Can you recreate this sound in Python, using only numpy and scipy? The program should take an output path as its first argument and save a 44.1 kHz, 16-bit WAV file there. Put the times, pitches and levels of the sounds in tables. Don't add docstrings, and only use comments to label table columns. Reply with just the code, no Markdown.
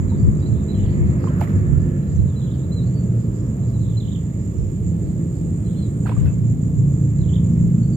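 import sys
import numpy as np
from scipy import signal
from scipy.fft import rfft, irfft
from scipy.io import wavfile
from scipy.ndimage import uniform_filter1d

SR = 44100
rng = np.random.default_rng(int(sys.argv[2]) if len(sys.argv) > 2 else 0)


def persist_wave(psi):
    counts = np.round(np.clip(psi, -1, 1) * 32767).astype(np.int16)
    wavfile.write(sys.argv[1], SR, np.atleast_2d(counts).T)


def gain_from_decibels(decibels):
    exponent = np.asarray(decibels, float) / 20
    return 10 ** exponent


N = 351036
T = np.arange(N) / SR
HZ = np.maximum(np.arange(N // 2 + 1) * SR / N, 1)


def unit(x):
    return x / np.sqrt(np.mean(x ** 2))


def noise():
    return rng.standard_normal(N)


def columns(table):
    times, *rest = np.transpose(table)
    return [np.interp(T, times, column) for column in rest]


def window(table, fade_s):
    return np.clip(np.minimum(T - table[0][0], table[-1][0] - T) / fade_s + 0.5, 0, 1)


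def walk(rate_hz):
    hold = int(SR / rate_hz)
    held = np.repeat(rng.standard_normal(N // hold + 1), hold)
    return unit(uniform_filter1d(uniform_filter1d(held, hold), hold)[:N])


def colour(x, spectrum):
    hz, db = np.transpose(spectrum)
    return irfft(rfft(x) * gain_from_decibels(np.interp(np.log(HZ), np.log(hz), db, left=-120, right=-120)), N)


def patchy(spectrum, patchy_db, rate_hz):
    whole, out = rfft(colour(noise(), spectrum)), 0
    half_octaves = 2 * np.log2(HZ)
    first = np.floor(2 * np.log2(spectrum[0][0]))
    last = 2 * np.log2(min(spectrum[-1][0], 6000))
    for middle in np.arange(first, last + 1):
        share = np.cos(np.pi / 2 * np.clip(half_octaves - middle, -1, 1)) ** 2
        out = out + irfft(whole * share, N) * gain_from_decibels(patchy_db * walk(rate_hz))
    return unit(out)


def ring(hz, width_hz):
    return 1 / (1 + 1j * (HZ / hz - hz / HZ) * hz / width_hz) ** 2


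def resonate(x, response):
    return unit(irfft(rfft(x) * response, N))


def tent(s, db, rise_db_s, fall_db_s):
    return db - np.maximum(rise_db_s * (s - T), fall_db_s * (T - s))


def far(x, pan_db):
    right_lag = 13
    return np.array([x * gain_from_decibels(pan_db / 2), np.roll(x, right_lag) * gain_from_decibels(-pan_db / 2)])


# (frequency [Hz], level [dB per Hz])
EDDY_SPECTRUM = [(20, -36), (40, -9.5), (60, -3.5), (100, 0.5), (140, -6.5), (220, -20), (400, -41),
                 (700, -64.5)]
# (time of peak [s], peak level [dB], left minus right [dB])
GUST_PEAKS = [(0, -13.5, -1), (0.277, -9, 2.5), (.54, -15.5, -3.5), (.84, -20.5, 8), (1.04, -9, 1.5),
              (1.56, -16, 1), (1.74, -12, -9.5), (2.2, -12, -2), (2.72, -30, 4), (3.06, -32, -4),
              (3.84, -27, -4), (4.08, -22.5, 4), (4.619, -16.5, -5.5), (4.86, -22, -3), (5.08, -22, 7),
              (5.46, -22.5, 9), (6.26, -13.5, 7), (6.4, -18.5, -3.5), (6.54, -19, 0), (6.8, -15.5, 1),
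              (7.24, -21.5, -9.5), (7.64, -17.5, 6)]


def wind():
    calm_db = -36.5
    power, lean = gain_from_decibels(2 * calm_db), 0
    for s, peak_db, side_db in GUST_PEAKS:
        gust = gain_from_decibels(2 * tent(s, peak_db, rise_db_s=107.5, fall_db_s=122))
        power, lean = power + gust, lean + side_db * gust
    db, pan_db = 10 * np.log10(power), lean / power
    ports = np.array([patchy(EDDY_SPECTRUM, patchy_db=4.0, rate_hz=9) for _ in range(2)])
    bright = [(20, -40.0), (120, -10.5), (300, 4.0), (700, 3.0)]  # Hz, dB
    crests = np.array([colour(port, bright) for port in ports])
    thumps = ports + crests * gain_from_decibels(db + 14.5)
    return thumps * gain_from_decibels(-2.5 + 1.154 * db + 1.76 * np.array([pan_db, -pan_db]) / 2)


# (time [s], level [dB])
TRAFFIC = [(0, -18.5), (.7, -17.5), (1.6, -19.5), (2.3, -20.5), (2.9, -19.5), (3.7, -20), (4.2, -23.5),
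           (4.96, -21), (5.9, -20.5), (6.7, -22), (7.96, -21.5)]
# (frequency [Hz], level [dB per Hz])
RUMBLE_SPECTRUM = [(20, -51), (35, -18.5), (55, -5.5), (93, 1), (140, -2), (200, -3.5), (240, -11),
                   (350, -16.5), (480, -22.5), (620, -32), (780, -43.5), (1200, -51.5)]
# (frequency [Hz], level [dB per Hz])
SWISH_SPECTRUM = [(500, 0.5), (680, 1), (790, -7), (870, -3.5), (1000, -6), (1250, -4.5), (1500, -10.5),
                  (1750, -8), (2300, -13.5), (2800, -22), (4000, -36.5), (6000, -43)]
# (time when nearest [s], distance over speed [s], tyre swish there [dB])
PASSING_CARS = [
    (.95, .15, -56.5),
    (1.37, 0.23, -49.5),
    (4.0, 0.32, -63),
    (7.6, 0.14, -58.5),
]
# (frequency [Hz], width [Hz], level [dB])
GEAR_TONES = [(1360, 90, 1), (1738, 180, 2), (2420, 190, -19.5)]


def road():
    rumble_db, = columns(TRAFFIC)
    swish_power = gain_from_decibels(2 * (rumble_db - 40))
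    for s, span_s, db in PASSING_CARS:
        swish_power = swish_power + gain_from_decibels(2 * db) / (1 + ((T - s) / span_s) ** 2)
    swish_db = 10 * np.log10(swish_power)
    diffuse_tilt = [(20, -14.0), (130, -14.0), (320, 2.0), (7000, 5.0)]  # Hz, dB
    out = 0
    for spectrum, db, diffuse, patchy_db in ((RUMBLE_SPECTRUM, rumble_db - 2.0, 0.3, 0.8),
                                             (SWISH_SPECTRUM, swish_db + 4.0, 0.7, 2.8)):
        spread = np.array([colour(patchy(spectrum, patchy_db, rate_hz=4), diffuse_tilt) for _ in range(2)])
        direct = far(patchy(spectrum, patchy_db, rate_hz=4), pan_db=-2.0)
        out = out + gain_from_decibels(db) * (direct + diffuse * spread)
    whine = resonate(noise(), sum(gain_from_decibels(db) * ring(hz, width) for hz, width, db in GEAR_TONES))
    whine_db = tent(1.9, -54, rise_db_s=11, fall_db_s=27)
    return out + far(whine * gain_from_decibels(whine_db), pan_db=-11.0)


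def engine(track, orders, wobble, waver_db):
    hz, db = columns(track)
    turns = np.cumsum(hz * (1 + wobble * walk(3))) / SR
    lines = 0
    for multiple, line_db in orders:
        tone = np.sin(2 * np.pi * (multiple * turns + rng.random()))
        lines = lines + gain_from_decibels(line_db + waver_db * walk(3.945)) * tone
    return lines * np.sqrt(2) * gain_from_decibels(db) * window(track, fade_s=0.22)


# (time [s], firing rate [Hz], level [dB])
TRUCK_TRACK = [(0, 24.83, -30), (.8, 24.96, -29), (1.3, 24.99, -26.5), (1.9, 25.03, -27), (2.1, 24.32, -32)]
# (multiple of firing rate, level [dB])
TRUCK_LINES = [(2, -14), (3, -12), (4, 1), (5, -9), (6, 1.5), (7, -3), (8, -2), (10, -7.5), (12, -15),
               (14, -9.5)]
# (time [s], firing rate [Hz], level [dB])
PUMP_TRACK = [(2.1, 28.53, -33), (3, 28.48, -30), (4, 28.03, -29), (5, 28.2, -33), (6, 28.59, -25.5),
              (7, 28.56, -22), (7.96, 28.52, -18.5)]
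# (multiple of firing rate, level [dB])
PUMP_LINES = [(3, -12), (4, -1.5), (5, -3), (6, -0.5), (7, -10.5), (8, -14), (10, -17), (11, -19.5)]
# (time [s], frequency [Hz], level [dB])
LONE_LINES = [
    [(1.7, 143.7, -26.5), (2.3, 142, -26), (2.7, 134, -23), (3.1, 123, -24.5), (3.6, 117.2, -29),
     (4.1, 112.8, -25)],
    [(4.6, 342, -46.5), (5.3, 345, -39.5), (6.1, 338, -45)],
    [(2.4, 314.4, -42.5), (3.9, 311, -48.5), (5.9, 309.9, -43.5)],
    [(6.8, 143.3, -13.5), (7.2, 139, -29), (7.6, 132.8, -26.5), (7.96, 127.2, -24)],
    [(6.1, 112.3, -23), (6.7, 110, -28.5), (7.3, 103, -26.5), (7.96, 100, -34.5)],
    [(7.45, 232, -32.5), (7.6, 230, -27.5), (7.96, 228, -30)],
    [(6.4, 258, -39.5), (6.55, 256, -32), (6.8, 255, -33.5)],
]


def engines():
    truck = engine(TRUCK_TRACK, TRUCK_LINES, wobble=0.0039, waver_db=1.47)
    pump = engine(PUMP_TRACK, PUMP_LINES, wobble=0.0049, waver_db=2.5)
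    lone = sum(engine(track, [(0.98, 0.24)], wobble=0.00661, waver_db=1.5) for track in LONE_LINES)
    return far(gain_from_decibels(-2.0) * truck + gain_from_decibels(-1.0) * pump + lone, pan_db=-1.2)


# (time [s], peak level [dB], pitch [Hz], t60 [s], glide [share of pitch])
BUBBLE_PINGS = [(0.118, -35.5, 900, .077, 0.05), (1.239, -34.5, 1290, .03, -0.12),
                (1.241, -32, 850, .025, -0.0062), (1.272, -27.5, 1080, 0.057, -0.066),
                (1.282, -44, 3000, .029, 0.08), (1.3, -42, 1297, .11, 0.11), (1.397, -33, 1450, .02, -.1),
                (1.399, -34, 1150, .045, -0.26), (1.412, -17, 845, 0.037, 0.032),
                (1.415, -18.5, 675, 0.066, 0.042), (1.412, -30, 1250, .03, 0.023),
                (1.412, -39, 2800, .04, -0.085), (1.414, -32, 1530, 0.035, -0.044),
                (1.413, -30, 2100, .025, .05), (1.413, -35, 1780, .025, .05),
                (1.422, -36, 2300, 0.054, .02), (1.433, -33, 1255, 0.038, -.03),
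                (1.432, -44, 1540, 0.026, -0.075), (1.437, -38, 2150, .03, .03),
                (1.447, -45, 2150, .03, .03), (1.473, -37.5, 2080, .025, -.15),
                (1.476, -40, 1180, .05, .03), (6.053, -36, 634, 0.071, 0.93),
                (6.06, -27, 1710, 0.016, -0.17), (6.066, -22.5, 1465, .022, -0.23),
                (6.058, -32, 900, .02, 0.1), (6.051, -52, 2600, 0.045, 0.11),
                (6.068, -49, 2580, 0.089, .02), (6.076, -41, 1600, .04, 0.011),
                (6.092, -26, 1550, 0.011, -.2), (6.093, -15, 1150, 0.01, -0.33),
                (6.094, -22, 532, 0.039, -0.12), (6.094, -43, 3300, .03, .03),
                (6.102, -29.5, 600, 0.052, 0.74), (6.109, -51, 2620, .08, 0.11),
                (6.118, -27, 1040, .035, -0.14), (6.066, -47, 4250, .03, .02),
                (6.165, -35, 1190, 0.041, -0.02), (6.274, -44, 1570, .04, 0.077),
                (6.242, -40, 1070, .02, 0.12), (6.256, -40, 1450, 0.065, .1), (6.271, -46, 2600, .05, -.01),
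                (6.285, -51.5, 2600, 0.17, .01), (6.31, -51, 1160, .067, .05)]
# (time [s], level [dB], t60 [s], treble level [dB])
SPRAY_BURSTS = [(.783, -58, .025, 16), (.783, -58, .025, 16), (1.206, -51.5, 0.12, 1),
                (1.237, -45.5, .1, -6.5), (1.275, -45.5, .12, -4), (1.36, -56.5, .3, 6),
                (1.395, -52, .2, 2.5), (1.384, -58, .04, 16), (1.408, -47.5, 0.025, 22.5),
                (1.411, -35.5, 0.12, -8.5), (1.422, -40, 0.11, -6.5), (1.434, -41.5, 0.11, 2),
                (1.474, -44.5, .06, 3), (1.49, -50, .35, -3), (1.49, -50, .35, -3), (6.035, -57, 0.17, 10),
                (6.06, -39.5, 0.22, -9), (6.072, -37, 0.11, -15), (6.092, -36.5, .015, -8),
                (6.093, -35.5, 0.077, -20), (6.11, -42, 0.39, -17.5), (6.17, -50.5, 0.45, -6),
                (6.2, -50.5, .3, -8), (6.253, -50.5, .03, 13), (6.256, -44.5, 0.33, -8.5)]
# (frequency [Hz], level [dB per Hz])
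SPRAY_BODY = [(450, -4.5), (900, -1), (1600, -8.5), (2600, -11), (3300, -18), (5500, -28.5)]
# (frequency [Hz], level [dB per Hz])
SPRAY_TREBLE = [(3000, -13), (5000, -7.5), (9500, -9.5), (12500, -2), (16000, -14)]


def splashes():
    out, t = np.zeros((2, N)), np.arange(SR // 4) / SR
    waver = gain_from_decibels(2.0 * walk(200))

    def decay(t60):
        return np.exp(-np.log(1000) * t / t60) * np.minimum(t / 0.0016, 1)

    for s, db, hz, t60, glide in BUBBLE_PINGS:
        part = slice(int(s * SR), int(s * SR) + len(t))
        pitch = hz * (1 + glide * np.minimum(3 * t / t60, 1))
        ping = np.sin(2 * np.pi * np.cumsum(pitch) / SR) * waver[part] * decay(t60)
        out[:, part] += gain_from_decibels(db - 0.5 + np.array([[-10.5], [10.5]]) / 2) * ping
    low = np.array([unit(colour(noise(), SPRAY_BODY)) for _ in range(2)])
    high = np.array([unit(colour(noise(), SPRAY_TREBLE)) for _ in range(2)])
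    for s, db, t60, treble_db in SPRAY_BURSTS:
        part = slice(int(s * SR), int(s * SR) + len(t))
        hiss = low[:, part] * gain_from_decibels([[-5.0], [0]]) + high[:, part] * gain_from_decibels(treble_db + np.array([[-24.0], [-9.0]]))
        out[:, part] += gain_from_decibels(db) * hiss * decay(t60)
    return out


# (frequency [Hz], width [Hz], level [dB])
TYMBAL_MODES = [(7110, 480, 6), (7310, 500, -7.5)]
# (time [s], level [dB])
CICADA_LEVEL = [(0, -53.5), (2.5, -55.5), (4.2, -53.5), (5.9, -55), (7, -52), (7.96, -52.5)]
# (time of middle throb [s], length [s], depth [dB])
THROB_BOUTS = [
    (0.963, 1.8, 3.5),
    (2.128, 0.64, 2.5),
    (3.205, 2, 3),
    (4.877, 0.35, 4),
    (6.335, 1.5, 4.5),
    (7.479, .9, 3),
]


def insects():
    throb_hz, throb_db = 6.55, 0
    for s, length, depth_db in THROB_BOUTS:
        bout = np.cos(np.pi * np.clip((T - s) / length, -0.5, 0.5))
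        throb_db = throb_db + depth_db * bout * np.cos(2 * np.pi * throb_hz * (T - s))
    clicks = noise() * ((rng.random(N) < 1500 / SR) + 0.43) * gain_from_decibels(1.1 * walk(115))
    cicada = resonate(clicks, sum(gain_from_decibels(db) * ring(hz, width) for hz, width, db in TYMBAL_MODES))
    skirt = resonate(noise(), ring(7900, 1600))
    cricket = resonate(noise(), ring(8100, 800))
    stop_s = 6.22
    swell = np.clip(1 + (T - stop_s) / 1.9, 0, 1) * np.clip((stop_s - T) / 0.026, 0, 1)
    out = cicada * gain_from_decibels(columns(CICADA_LEVEL)[0] + 6.0 + throb_db)
    out = out + skirt * gain_from_decibels(-61.5) + cricket * (gain_from_decibels(-55.5) * swell + gain_from_decibels(-74))
    return out * gain_from_decibels([[-44], [0]])


def add(out, s, length, db, hz):
    start = int(s * SR)
    t = np.linspace(0, 1, int(length * SR))[:N - start]
    tone = np.sin(2 * np.pi * np.cumsum(hz(t)) / SR)
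    out[start:start + len(t)] += tone * np.sin(np.pi * t) ** 0.35 * gain_from_decibels(db + 4.0)


def arch(length, top, sag_hz):
    peak, rise_hz_s, fall_hz_s = 0.25, 8000, 4000
    def pitch(t):
        bend = np.where(t < peak, rise_hz_s / peak, fall_hz_s / (1 - peak))
        return top - sag_hz * t ** 2 - length * bend * (t - peak) ** 2
    return pitch


def strokes(db, hz, span, rate_hz):
    out, t = np.zeros(N), np.linspace(0, 1, SR // 55)
    starts = np.cumsum(rng.uniform(0.4, 1.7, int(N / SR * rate_hz)) * SR / rate_hz).astype(int)
    starts = starts[starts < N - len(t)]
    for i, (offset, turn, loud) in zip(starts, rng.standard_normal((len(starts), 3))):
        sweep = span * np.sign(turn - 0.9) * (2 * t - 1)
        pitch = hz[i] * (1 + 0.7 * span * np.tanh(offset) + sweep)
        tone = np.sin(2 * np.pi * np.cumsum(pitch) / SR) * np.sin(np.pi * t)
        out[i:i + len(t)] += tone * gain_from_decibels(db[i] + 4.1 * np.tanh(loud))
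    return out


# (time [s], length [s], top pitch [Hz], level [dB], extra sag [Hz])
NEAR_WHISTLES = [
    (0.683, 0.03, 4000, -51.5, 4),
    (2.358, .04, 4000, -58.5, -80),
    (2.405, .06, 3980, -63, -120),
    (2.713, 0.11, 4130, -54.5, 100),
    (2.928, .095, 4550, -63, -150),
    (3.63, 0.016, 4050, -64.5, 147),
    (3.732, 0.02, 4020, -68, 5),
    (3.968, 0.021, 4060, -52, -80),
    (5.756, .118, 4190, -59.5, 121),
    (7.185, 0.011, 4096, -63.5, 3.5),
]
# (time [s], length [s], top pitch [Hz], level [dB], extra sag [Hz])
DISTANT_WHISTLES = [(0.063, 0.11, 3980, -70.5, 200), (.075, 0.034, 4520, -74, 251),
                    (.16, .11, 4640, -73, -100), (.345, .025, 4000, -75, 149), (.39, 0.025, 4900, -68, 350),
                    (.42, .03, 4600, -71, 5), (0.405, 0.07, 3870, -64, -350),
                    (.455, 0.033, 4350, -75, -150), (.722, .07, 4060, -66, -60),
                    (2.153, 0.025, 6160, -66, 100), (2.805, 0.052, 4170, -68, 7),
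                    (2.85, .035, 4520, -67, 250), (3.025, 0.041, 4550, -74, 352),
                    (4.066, 0.026, 4040, -71, 5), (4.567, 0.028, 5850, -68, 200),
                    (5.642, .02, 4080, -72, 5), (5.662, 0.035, 4060, -69, -60),
                    (5.705, .025, 4130, -71.5, 5), (5.805, .06, 4620, -75, -80),
                    (7.829, 0.042, 4470, -67, -51), (7.922, .035, 4580, -63.5, 3)]
# (time [s], start pitch [Hz], end pitch [Hz], level [dB])
SONG_CHIRPS = [(.522, 4320, 3950, -63.5), (.597, 4070, 3500, -64), (.713, 4220, 3700, -54),
               (.738, 3700, 2900, -60.5), (.756, 3300, 2800, -64), (.79, 4200, 3700, -67),
               (0.789, 3160, 2750, -59), (.826, 3900, 3410, -63), (.834, 2830, 3700, -60),
               (.857, 3700, 2810, -57.5), (.855, 4800, 4200, -65), (.895, 4600, 4700, -67),
               (.925, 3300, 2900, -68), (2.025, 4050, 3920, -69), (2.628, 3680, 4050, -66),
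               (2.639, 4050, 3700, -66), (2.068, 4030, 3880, -71), (2.178, 4100, 3900, -69),
               (2.205, 4000, 4250, -69.5), (2.275, 4150, 3570, -65.5), (2.295, 3970, 3370, -66),
               (2.32, 3620, 3300, -69), (2.338, 3640, 3100, -69), (2.393, 4180, 3480, -59),
               (2.413, 3800, 3200, -60), (2.535, 4700, 4900, -68), (2.462, 3930, 2850, -60),
               (2.503, 3190, 3790, -65), (2.513, 4000, 3410, -59), (2.535, 3690, 3000, -61),
               (3.757, 4050, 3750, -63), (3.806, 4320, 3950, -65), (3.825, 4200, 3800, -65),
              (3.85, 3580, 4000, -65), (3.878, 4240, 3460, -63), (3.905, 3790, 3350, -65),
              (3.935, 4150, 3390, -66), (3.948, 3410, 2850, -65), (3.999, 4280, 3320, -49.5),
              (4.024, 3870, 3230, -54), (4.045, 3100, 2750, -66), (4.072, 2730, 3340, -58),
              (4.085, 3370, 2690, -68), (4.115, 3480, 3940, -53), (4.128, 2800, 3500, -61),
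              (4.147, 3710, 2750, -53.5), (5.686, 3920, 3150, -64), (5.742, 3340, 2750, -66),
              (5.783, 2900, 3230, -74), (5.81, 3350, 2820, -68.5), (5.83, 3510, 3100, -71),
              (7.209, 4250, 3590, -60.5), (7.231, 3940, 3000, -61), (7.286, 3520, 2840, -55),
              (7.331, 2990, 3810, -50.5), (7.354, 3790, 2850, -48.5)]
# (time [s], length [s], level [dB], first pitch [Hz], last pitch [Hz])
CHATTER_BURSTS = [
    (0.493, 0.18, -66.5, 3700, 3570),
    (.74, .2, -62, 3300, 3200),
    (2.051, 0.32, -75, 4000, 3625),
    (2.395, 0.2, -61.5, 3600, 3490),
    (3.8, .16, -63.5, 4130, 3390),
    (4.016, 0.16, -58.5, 3370, 3300),
    (5.66, 0.2, -62.5, 3600, 3100),
    (7.207, .06, -63.5, 4000, 3400),
    (7.264, 0.13, -58.5, 3280, 3240),
]
# (time [s], length [s], middle pitch [Hz], level [dB])
FAR_TWITTER = [(0.836, 0.097, 4200, -67.5), (1.036, 0.051, 4200, -67.5), (1.173, 0.1, 4570, -66),
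               (1.545, 0.027, 4630, -69), (1.758, 0.071, 4630, -74), (2.06, 0.073, 4600, -74),
               (2.518, 0.033, 4300, -68.5), (3.142, .08, 4620, -73), (3.325, 0.12, 5280, -71),
               (3.66, 0.051, 4600, -71), (4.35, .12, 5700, -75), (4.52, 0.15, 5970, -73),
               (5.018, 0.082, 4640, -75), (5.31, .08, 4650, -73), (7.495, 0.053, 5870, -71)]


def birds():
    whistles, faint, blurred = np.zeros(N), np.zeros(N), np.zeros(N)
    for s, length, top, db, sag_hz in NEAR_WHISTLES:
        add(whistles, s, length, db, arch(length, top, sag_hz))
    for s, length, top, db, sag_hz in DISTANT_WHISTLES:
        add(faint, s, length, db - 3.5, arch(length, top, sag_hz))
        add(blurred, s, length, db - 19, arch(length, top, sag_hz))
    flutter = gain_from_decibels(1.8 * walk(90))
    near = whistles * flutter ** 1.2 + faint * (flutter ** 2.8 + flutter ** 2.2)
    for s, start, end, db in SONG_CHIRPS:
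        add(near, s, 0.015, db, lambda t: start + (end - start) * t)
    for s, length, db, first, last in CHATTER_BURSTS:
        burst = [(s, db, first), (s + length / 2, db, (first + last) / 2), (s + length, db - 2.5, last)]
        chatter = strokes(*columns(burst), span=0.13, rate_hz=42) * window(burst, fade_s=0.02)
        near += chatter * gain_from_decibels(-14.0)
        blurred += chatter * gain_from_decibels(-5.5)
    for s, length, hz, db in FAR_TWITTER:
        twitter = strokes(np.full(N, db - 6.5), np.full(N, hz), span=0.15, rate_hz=180)
        blurred += twitter * window([[s], [s + length]], fade_s=0.03)
    tail = np.arange(SR // 4) / SR
    echoes = rng.standard_normal((2, len(tail))) * np.exp(-tail / 0.044) * gain_from_decibels(-26.0)
    into_reeds = near[None] * gain_from_decibels(-4.5) + gain_from_decibels(13.5) * blurred * gain_from_decibels([[-10], [0]])
    reeds = signal.fftconvolve(into_reeds, echoes, axes=1)[:, :N]
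    return far(near, pan_db=-12.5) + reeds * gain_from_decibels([[-4.0], [0]])


def scene():
    return wind() + road() + engines() + splashes() + insects() + birds()


# (frequency [Hz], left level [dB per Hz], right level [dB per Hz])
MICROPHONE_HISS = [(1470, 2.5, -3), (3000, 1.5, 1.5), (4930, -7, -1), (8000, -16, -7), (10600, -4, -9.5),
                   (11700, -5, -3.5), (16000, -1.5, -5.5)]


def microphone_hiss():
    hz, *sides = np.transpose(MICROPHONE_HISS)
    return np.array([colour(noise(), np.transpose([hz, db])) for db in sides]) * gain_from_decibels(-56)


def gate(x, low_hz, floor_db):
    hz, _, cells = signal.stft(x, SR, nperseg=1024)
    rows = len(hz) // 6 * 6
    bands = cells[:, :rows].reshape(2, -1, 6, cells.shape[2])
    power = np.mean(np.abs(bands) ** 2, axis=2)
    power = power * gain_from_decibels(9.0 * uniform_filter1d(rng.standard_normal(power.shape), size=3))
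    faint = np.repeat(power < gain_from_decibels(2 * floor_db), 6, axis=1) & (hz[:rows, None] > low_hz)
    cells[:, :rows] *= 1 - faint
    return signal.istft(cells, SR)[1][:, :N]


def low_pass(x):
    return signal.sosfilt(signal.butter(12, 15390, fs=SR, output="sos"), x)


def record(dry):
    clipped = np.clip(dry + microphone_hiss(), -0.97, 0.97)
    ends = np.clip(np.minimum(5 * T, T[-1] - T) / 0.002, 0, 1)
    sound = gate(clipped * ends, low_hz=4200, floor_db=-95)
    return low_pass(sound)


dry = scene()
out = record(dry)
persist_wave(out)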